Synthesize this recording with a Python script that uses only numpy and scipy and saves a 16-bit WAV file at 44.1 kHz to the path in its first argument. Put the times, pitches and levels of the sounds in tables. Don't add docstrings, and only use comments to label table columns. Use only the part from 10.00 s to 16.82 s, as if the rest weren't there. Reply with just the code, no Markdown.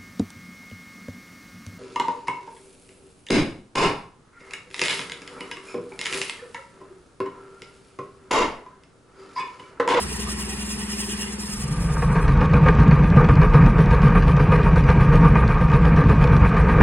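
import sys
import numpy as np
from scipy import signal
from scipy.fft import rfft, irfft, next_fast_len
from scipy.io import wavfile
from scipy.ndimage import uniform_filter1d, map_coordinates

SR = 44100
rng = np.random.default_rng(int(sys.argv[2]) if len(sys.argv) > 2 else 0)


def decibels_to_gain(level_db):
    exponent = np.asarray(level_db, float) / 20
    return 10 ** exponent


def to_wav(s):
    ch = np.atleast_2d(s).T
    pcm = np.round(np.clip(ch, -1, 1) * 32767)
    wavfile.write(sys.argv[1], SR, pcm.astype(np.int16))


N = 300762
T = np.arange(N) / SR


def unit(x):
    return x / np.sqrt(np.mean(x ** 2) + 1e-20)


def along(points, hz):
    f, v = np.transpose(points)
    return np.interp(np.log(hz + 1), np.log(f + 1), v)


def curve(points, t):
    return np.interp(t, *np.transpose(points))


def filtered(x, response):
    m = next_fast_len(N + SR // 2)
    return irfft(rfft(x, m) * response(np.fft.rfftfreq(m, 1 / SR)), m)[..., :N]


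def resonances(modes):
    def response(f):
        total = 0
        for k, (hz, width_hz, db) in enumerate(modes):
            damping = 1j * f * width_hz
            total = total + (-1) ** k * decibels_to_gain(db) * damping / (hz * hz - f * f + damping)
        return total
    return response


def sharp_resonance(hz, width_hz):
    return lambda f: resonances([(hz, width_hz, 0)])(f) ** 2


def colour(spectrum):
    return lambda f: decibels_to_gain(along(spectrum, f))


def wobble(rate_hz):
    return map_coordinates(rng.standard_normal(int(N * rate_hz / SR) + 4), [T * rate_hz])


def noise(gain, response):
    passed = np.mean(np.abs(response(np.fft.rfftfreq(2 ** 15, 1 / SR))) ** 2)
    return filtered(gain * rng.standard_normal(N), response) / np.sqrt(passed)


def pulses(times_s, sizes):
    at = np.clip(np.round(np.ravel(times_s) * SR).astype(int), 0, N - 1)
    return np.bincount(at, np.ravel(sizes), N)


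def ring_down(blows, t60_s, samples):
    return signal.fftconvolve(blows, decibels_to_gain(-60 * T[:samples] / t60_s))[:N]


def per_beat(times_s, db, shape, rest_db):
    beat = np.clip(np.searchsorted(times_s, T) - 1, 0, None)
    stroke = decibels_to_gain(db[beat] + curve(shape, T - times_s[beat]))
    return uniform_filter1d(np.hypot(stroke, decibels_to_gain(rest_db)), size=90)


def patchy(x, depth_db):
    z = signal.stft(x, nperseg=1024)[2]
    field = uniform_filter1d(rng.standard_normal(z.shape[-2:]), size=3, axis=0)
    field = uniform_filter1d(field, size=3, axis=1)
    gain = decibels_to_gain(depth_db * unit(field) - depth_db ** 2 / 9.7)
    return signal.istft(z * gain, nperseg=1024)[1][..., :N]


# pitch_hz, density_db
ROAD_SPECTRUM = [(40, -51), (60, -23), (130, -4.5), (280, -15), (410, -6.5), (560, -23.5), (970, -12.5),
                 (1490, -20.5), (1820, -15.5), (2500, -20), (3200, -25), (4000, -25), (4700, -26),
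                 (6500, -60.5)]
# pitch_hz, correlation
ROAD_LIKENESS = [(60, 1), (300, 0.64), (650, -0.2), (1300, 0.63), (3100, -0.74), (4500, 0.059)]
# time_s, level_db
ROAD_SWELL = [(0, 3), (.4, 0.5), (.8, -1), (1.2, -1), (1.6, -1.5)]


def street():
    def shares(f):
        angle = np.arccos(np.clip(along(ROAD_LIKENESS, f), -1, 1)) / 2
        return decibels_to_gain(along(ROAD_SPECTRUM, f)) * [np.cos(angle), np.sin(angle)]

    gain = decibels_to_gain(0.39 * wobble(13.23) + curve(ROAD_SWELL, T))
    mid, side = filtered(rng.standard_normal((2, N)) * gain, shares)
    return decibels_to_gain(-38) * unit(np.array([mid + side, mid - side]))


FAR_BEATS = 25
# time_s, smokebox_db, chimney_db
CHUFF_LEVELS = [(0.0, -39, -40), (0.106, -40, -42), (0.414, -39, -36.5), (0.474, -40, -39.5),
                (0.668, -40.5, -36.5), (0.85, -44.5, -37), (1.096, -44.5, -38), (1.55, -44.5, -37.5)]
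# pitch_hz, width_hz, level_db
SMOKEBOX = [(62, 24, 0), (81, 24, -3), (135, 50, -12)]
# pitch_hz, width_hz, level_db
CHIMNEY = [(172, 40, -11), (209, 29, 0), (402, 36, -9)]


def far_chuff(turns):
    beat = np.arange(-1, FAR_BEATS)[:, None] + [.26, .26 + 11 / 21]
    times = np.interp(beat, turns, T)
    time_s, box_db, pipe_db = np.transpose(CHUFF_LEVELS)
    scatter_db = rng.normal(0, 1.0, times.shape)

    def ring(modes, weak_db):
        sizes = decibels_to_gain(scatter_db + [0, weak_db]) * (beat > -.5)
        return unit(filtered(pulses(times, sizes), lambda f: resonances(modes)(f) ** 2))

    box = decibels_to_gain(np.interp(T, time_s, box_db)) * ring(SMOKEBOX, weak_db=-1.5)
    pipe = decibels_to_gain(np.interp(T, time_s, pipe_db)) * ring(CHIMNEY, weak_db=-1.0)
    return box + pipe


# time_s, level_db
DRAUGHT = [(0, 1.5), (.7, 1), (.82, 3), (1.2, 5), (1.3, -9.5), (1.5, -3.5), (1.8, -4), (2.2, -8.5),
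           (2.5, -12)]
# pitch_hz, density_db
STEAM_SPECTRUM = [(3500, -14), (4700, -8.5), (5200, 3.5), (6200, -9), (6900, -3.5), (7500, -7),
                  (8400, -2.5), (9900, -1.5), (11000, -11), (13000, -16.5), (15500, -24)]
# pitch_hz, right_lead_rad
PORT_LEAD = [(3000, 5.5), (4800, 3.2), (5600, 2.7), (8650, 0), (11700, -3.14), (14300, -6.28)]
# pitch_hz, width_hz, level_db
BARK_MODES = [(1880, 160, -2), (1965, 60, -3), (2450, 80, -2), (2840, 80, 0), (2975, 50, -2),
              (3300, 300, -8)]


def far_steam(turns):
    vent_s = np.interp(np.arange(FAR_BEATS) - .15, turns, T, left=-.02)
    draught_db = curve(DRAUGHT, vent_s)
    hiss_db = -35.5 + .35 * draught_db + rng.normal(0, 1, FAR_BEATS)
    bark_db = -36 + draught_db
    plume = [(0, -7), (.01, -2.5), (.035, 0), (.05, -2), (.064, -9), (.085, -6), (.1, -8)]
    level_db = np.interp(T, vent_s, hiss_db)

    hiss_gain = per_beat(vent_s, hiss_db + 2.5, plume, level_db - 6.5) * decibels_to_gain(2.1 * wobble(59.35))
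    steam = noise(hiss_gain, colour(STEAM_SPECTRUM))
    ports = lambda f: np.exp(.5j * curve(PORT_LEAD, f) * np.array([[-1], [1]]))
    scattered = decibels_to_gain(level_db - 16) * np.array([noise(1, colour(STEAM_SPECTRUM)) for _ in "LR"])
    bark_gain = per_beat(vent_s, bark_db - 3.5, plume, -51)
    bark = np.array([noise(bark_gain, resonances(BARK_MODES)) for _ in "LR"])
    return patchy(filtered(steam, ports) + scattered + bark, depth_db=2.5)


# time_s, beats_per_s
EXHAUST_RATE = [(0, 10.1), (.7, 9.97), (1.4, 9.87), (2.6, 9.87)]


def far_tractor():
    turns = np.cumsum(curve(EXHAUST_RATE, T)) / SR
    return far_chuff(turns) * decibels_to_gain([[.7], [-.7]]) + far_steam(turns)


def drop_faint(x, floor_db):
    hz, _, z = signal.stft(x, SR, nperseg=1024, scaling="psd")
    power = (np.abs(z[:512]) ** 2).reshape(128, 4, -1).mean(axis=1)
    band_floor_db = 2 * floor_db - 7 * (hz[:512:4, None] > 7000)
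    loud = uniform_filter1d(power, 3, axis=1) > decibels_to_gain(band_floor_db)
    z[:512] *= np.repeat(loud, 4, axis=0) | (hz[:512, None] < 3000)
    return signal.istft(z, SR, nperseg=1024, scaling="psd")[1][:N]


def kerb_stereo(x):
    outside = lambda f, low_hz, high_hz: (f < low_hz) | (f > high_hz)
    mid = filtered(x[0] + x[1], lambda f: outside(f, 11150, 12300)) / 2
    side = filtered(x[0] - x[1], lambda f: outside(f, 8350, 9000) & outside(f, 13900, 20000)) / 2
    mid = drop_faint(mid, floor_db=-92.5)
    return np.array([mid + side, mid - side])


# time_s, effort_db, valve_leak_db; the low early rows make the seat view swell in steeply
ENGINE_LOAD = [(1.5, -8.5, -6), (1.8, -4, -4), (2.1, -3, 1), (2.5, -0.5, -3.5), (3.1, 1.5, -3),
               (3.9, 1.5, 1.5), (5.1, .5, 1), (5.4, 2, -0.5), (6.2, 0.5, -1), (6.8, 2.5, 1.5)]
# time_s, thump_db, clank_db
UNEVEN_BEATS = [(2.658, 2.5, 2), (2.782, 3, 0), (3.034, 0, -3), (3.286, 2.5, -1), (3.409, -2.5, 0),
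                (3.535, 1.5, 2), (3.658, -1, -3), (3.904, -3, -0.5), (4.027, 2, 0.5), (4.395, 0.5, 0),
                (4.517, -0.5, 2.5), (4.883, 0, 2.5), (5.003, 0.5, 1.5), (5.124, 2.5, 2.5), (5.243, -2, 0),
                (5.485, -4, -1.5), (5.606, 0, -3), (5.725, -0.5, 0.5), (5.846, 0, -0.5), (6.085, 0.5, 0.5),
                (6.326, 0, -2), (6.444, -1, 1), (6.562, 0, 0), (6.802, 5, 4)]


def beats():
    count = 44
    k = np.arange(count)
    beat_s = 1.497 + .1185 * k + .228 * (1 - np.exp(-k / 16.5))
    load_s, effort_db, leak_db = np.transpose(ENGINE_LOAD)
    effort_db = np.interp(beat_s, load_s, effort_db)
    leak_db = np.interp(beat_s, load_s, leak_db)

    odd_s, *odd_db = np.transpose(UNEVEN_BEATS)
    nearest = np.abs(odd_s[:, None] - beat_s).argmin(axis=1)
    thump, clank = (np.bincount(nearest, db, count) for db in odd_db)
    thump_db = -12 + 0.43 * effort_db + thump
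    clank_db = -21.5 + effort_db + clank
    rattle_db = -48 + .1 * effort_db + clank
    puff_db = -58 + leak_db + .4 * clank
    return beat_s, thump_db, clank_db, rattle_db, puff_db


def hail():
    knocks = rng.random((700, 2))
    blows = pulses(knocks[:, 0] * N / SR, decibels_to_gain(14 * knocks[:, 1]))
    jolts = np.abs(ring_down(blows, t60_s=0.035, samples=900))
    return np.sqrt(0.82 + 0.15 * unit(jolts) ** 2)


# pitch_hz, density_db
VALVE_SPECTRUM = [(6500, -30), (8500, -9), (9300, -1), (10200, 0), (11000, -15), (13000, -22), (15500, -30)]


def valves():
    beat_s, *_, puff_db = beats()
    puff = [(0, -10), (.004, 0), (.022, -2), (.04, 1.5), (.053, 0), (.063, -12), (.13, -15)]
    gain = per_beat(beat_s, puff_db - 2.5, puff, -76) * decibels_to_gain(1.5 * wobble(70))
    return noise(gain, colour(VALVE_SPECTRUM))


# pitch_hz, density_db
RATTLE_SPECTRUM = [(2000, -30), (2800, 0), (3500, -3), (5000, -9), (6200, -14), (8000, -23), (10000, -33),
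                   (15000, -44)]
# pitch_hz, width_hz, level_db
PIN_MODES = [(4850, 350, -2), (5950, 350, 0), (7650, 250, -3)]
# start_s, peak_db
LOOSE_TICKS = [(2.453, -28.5), (2.6638, -35), (2.686, -19.5), (2.7516, -27), (2.8795, -25.5),
               (3.1955, -34.5), (3.246, -24.5), (3.334, -34), (3.355, -24), (3.7882, -36), (3.8582, -25),
               (3.9482, -26.5), (4.082, -24), (4.2815, -26), (3.928, -31), (4.313, -31), (4.632, -25),
               (4.808, -30), (4.902, -20), (5.1556, -22.5), (5.4777, -22), (5.7388, -25), (6.24, -23),
               (6.2726, -27), (6.3664, -28)]


def small_parts(grain):
    beat_s, *_, rattle_db, _ = beats()
    loose = [(0, -1.5), (.014, 0.5), (.05, -1.5), (.06, -7), (.13, -4.5)]
    knock_ticks = [(at_s, -26 + 0.41 * db) for at_s, db in ROD_KNOCKS]
    tick_s, tick_db = np.transpose(list(LOOSE_TICKS) + knock_ticks)
    tick = ring_down(pulses(tick_s, decibels_to_gain(tick_db - 11)), t60_s=.018, samples=1800)

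    chance = rng.random((220, 3))
    chatter_s = beat_s[(chance[:, 0] * len(beat_s)).astype(int)] + .11 * chance[:, 2] ** 2
    chatter = ring_down(pulses(chatter_s, decibels_to_gain(-51.5 + 9.2 * chance[:, 1])), t60_s=.018, samples=900)
    tick = np.hypot(tick, chatter)

    rattle = per_beat(beat_s, rattle_db, loose, -59.5) * grain
    out = noise(np.hypot(rattle, tick), colour(RATTLE_SPECTRUM))
    for hz, width_hz, db in PIN_MODES:
        out = out + decibels_to_gain(db) * noise(decibels_to_gain(-69 + 2.6 * wobble(40)), sharp_resonance(hz, width_hz))
    return out


# pitch_hz, width_hz, level_db
CASTING_MODES = [(415, 23.6, 0.5), (482.8, 43.4, 2), (719, 234, -11.5), (928.7, 59, -1), (1103, 40.4, -1.5),
                 (1204, 51, 1), (1587, 154, -8), (1846, 173, -12.5), (2333, 400, -16), (2488, 87, -14),
                 (2850, 37, -20.5)]
# start_s, level_db
ROD_KNOCKS = [(2.021, 3.5), (2.165, 0.5), (2.2808, 2.5), (2.4126, 2), (2.5362, 4), (2.661, 2), (2.683, 8.5),
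              (2.9105, 5), (3.287, 5), (3.4158, 4.5), (3.4317, 2), (3.5417, -16), (3.662, 4.5), (3.909, -7),
              (4.0188, 3), (4.2237, -0.5), (4.367, 2), (4.5206, -9), (4.839, -5.5), (5.3534, 5),
              (5.6995, -0.5), (5.7165, 3), (5.9634, -2), (6.0967, 4), (6.241, 4), (6.3647, -2), (6.568, 3)]


def castings(grain):
    beat_s, _, clank_db = beats()[:3]
    clank = [(0, -2.5), (.006, 1), (.035, -2.5), (.055, -8), (.13, -5.5)]
    knock_s, knock_db = np.transpose(ROD_KNOCKS)
    rap = ring_down(pulses(knock_s, decibels_to_gain(knock_db - 18)), t60_s=0.062, samples=3000)
    drive = np.hypot(per_beat(beat_s, clank_db + 0.5, clank, -28.0) * grain, rap)

    out = noise(drive * decibels_to_gain(3.2 * wobble(30) - 2.5), resonances(CASTING_MODES))
    for hz, width_hz, db in CASTING_MODES:
        part = noise(drive * decibels_to_gain(1.2 * wobble(22)), sharp_resonance(hz, 1.3 * width_hz))
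        out = out + decibels_to_gain(db - 11) * np.sqrt(width_hz / 60) * part
    return out


# delay_s, level_db
BEAT_BLOWS = [
    (.009, 0),
    (.023, -3),
    (.047, -7),
    (.085, -9),
    (.105, -9),
]
# pitch_hz, width_hz, level_db
FRAME_MODES = [(94.6, 28, -7.5), (141, 14.35, 1), (166.5, 19.8, -0.5), (228.1, 23, -14.5), (279.5, 14, -16)]
# pitch_hz, width_hz, level_db
WHEEL_MODES = [(33, 7, -12), (39.5, 7, 0), (57.5, 9, -1.5)]


def frame():
    beat_s, thump_db = beats()[:2]
    delay_s, blow_db = np.transpose(BEAT_BLOWS)
    chance = rng.standard_normal((len(beat_s), 2, len(delay_s)))
    blow_s = beat_s[:, None] + delay_s + 0.000866 * chance[:, 0]
    blows = pulses(blow_s, decibels_to_gain(thump_db[:, None] + blow_db + 2.2 * chance[:, 1]))
    thump = decibels_to_gain(-18.5) * unit(filtered(blows, resonances(FRAME_MODES)))

    push = [(0, 8), (.015, -7), (.05, -0.5), (.09, 3), (.13, -5)]
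    shake_gain = per_beat(beat_s, thump_db - 3.0, push, -23.5) * decibels_to_gain(2.44 * wobble(25))
    shake = noise(shake_gain, resonances(FRAME_MODES))

    def springy(f):
        modes = sum(resonances([mode])(f) for mode in WHEEL_MODES)
        return modes / (1 + (f / 90) ** 4) / (1 + (28 / (f + 1)) ** 6)

    bounce = decibels_to_gain(-23.5) * unit(filtered(blows, springy)) + noise(decibels_to_gain(-16.0), springy)
    return thump + shake + bounce


# pitch_hz, level_db
HEAVY_TONE = [(20, -14.5), (32, -3), (2600, -1.5), (3300, -13.5), (6000, -30.5), (12000, -53)]
VIEW_DISSOLVE = 1.464, 2.386


def scene():
    start_s, end_s = VIEW_DISSOLVE
    near = np.clip((T - start_s) / (end_s - start_s), 0, 1)
    kerb = kerb_stereo(far_tractor() + patchy(street(), depth_db=3))

    grain = hail()
    heavy = frame() + patchy(castings(grain), depth_db=1.0)
    heavy = heavy / (1 + np.abs(heavy / 1.1) ** 6) ** (1 / 6)
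    light = patchy(small_parts(grain) + valves(), depth_db=3)
    seat = filtered(heavy, colour(HEAVY_TONE)) + light
    return (1 - near) * kerb + near * seat


def low_pass(x):
    return signal.sosfilt(signal.butter(12, 15680, fs=SR, output="sos"), x)


def record(dry):
    return low_pass(dry)


dry = scene()
out = record(dry)
to_wav(out)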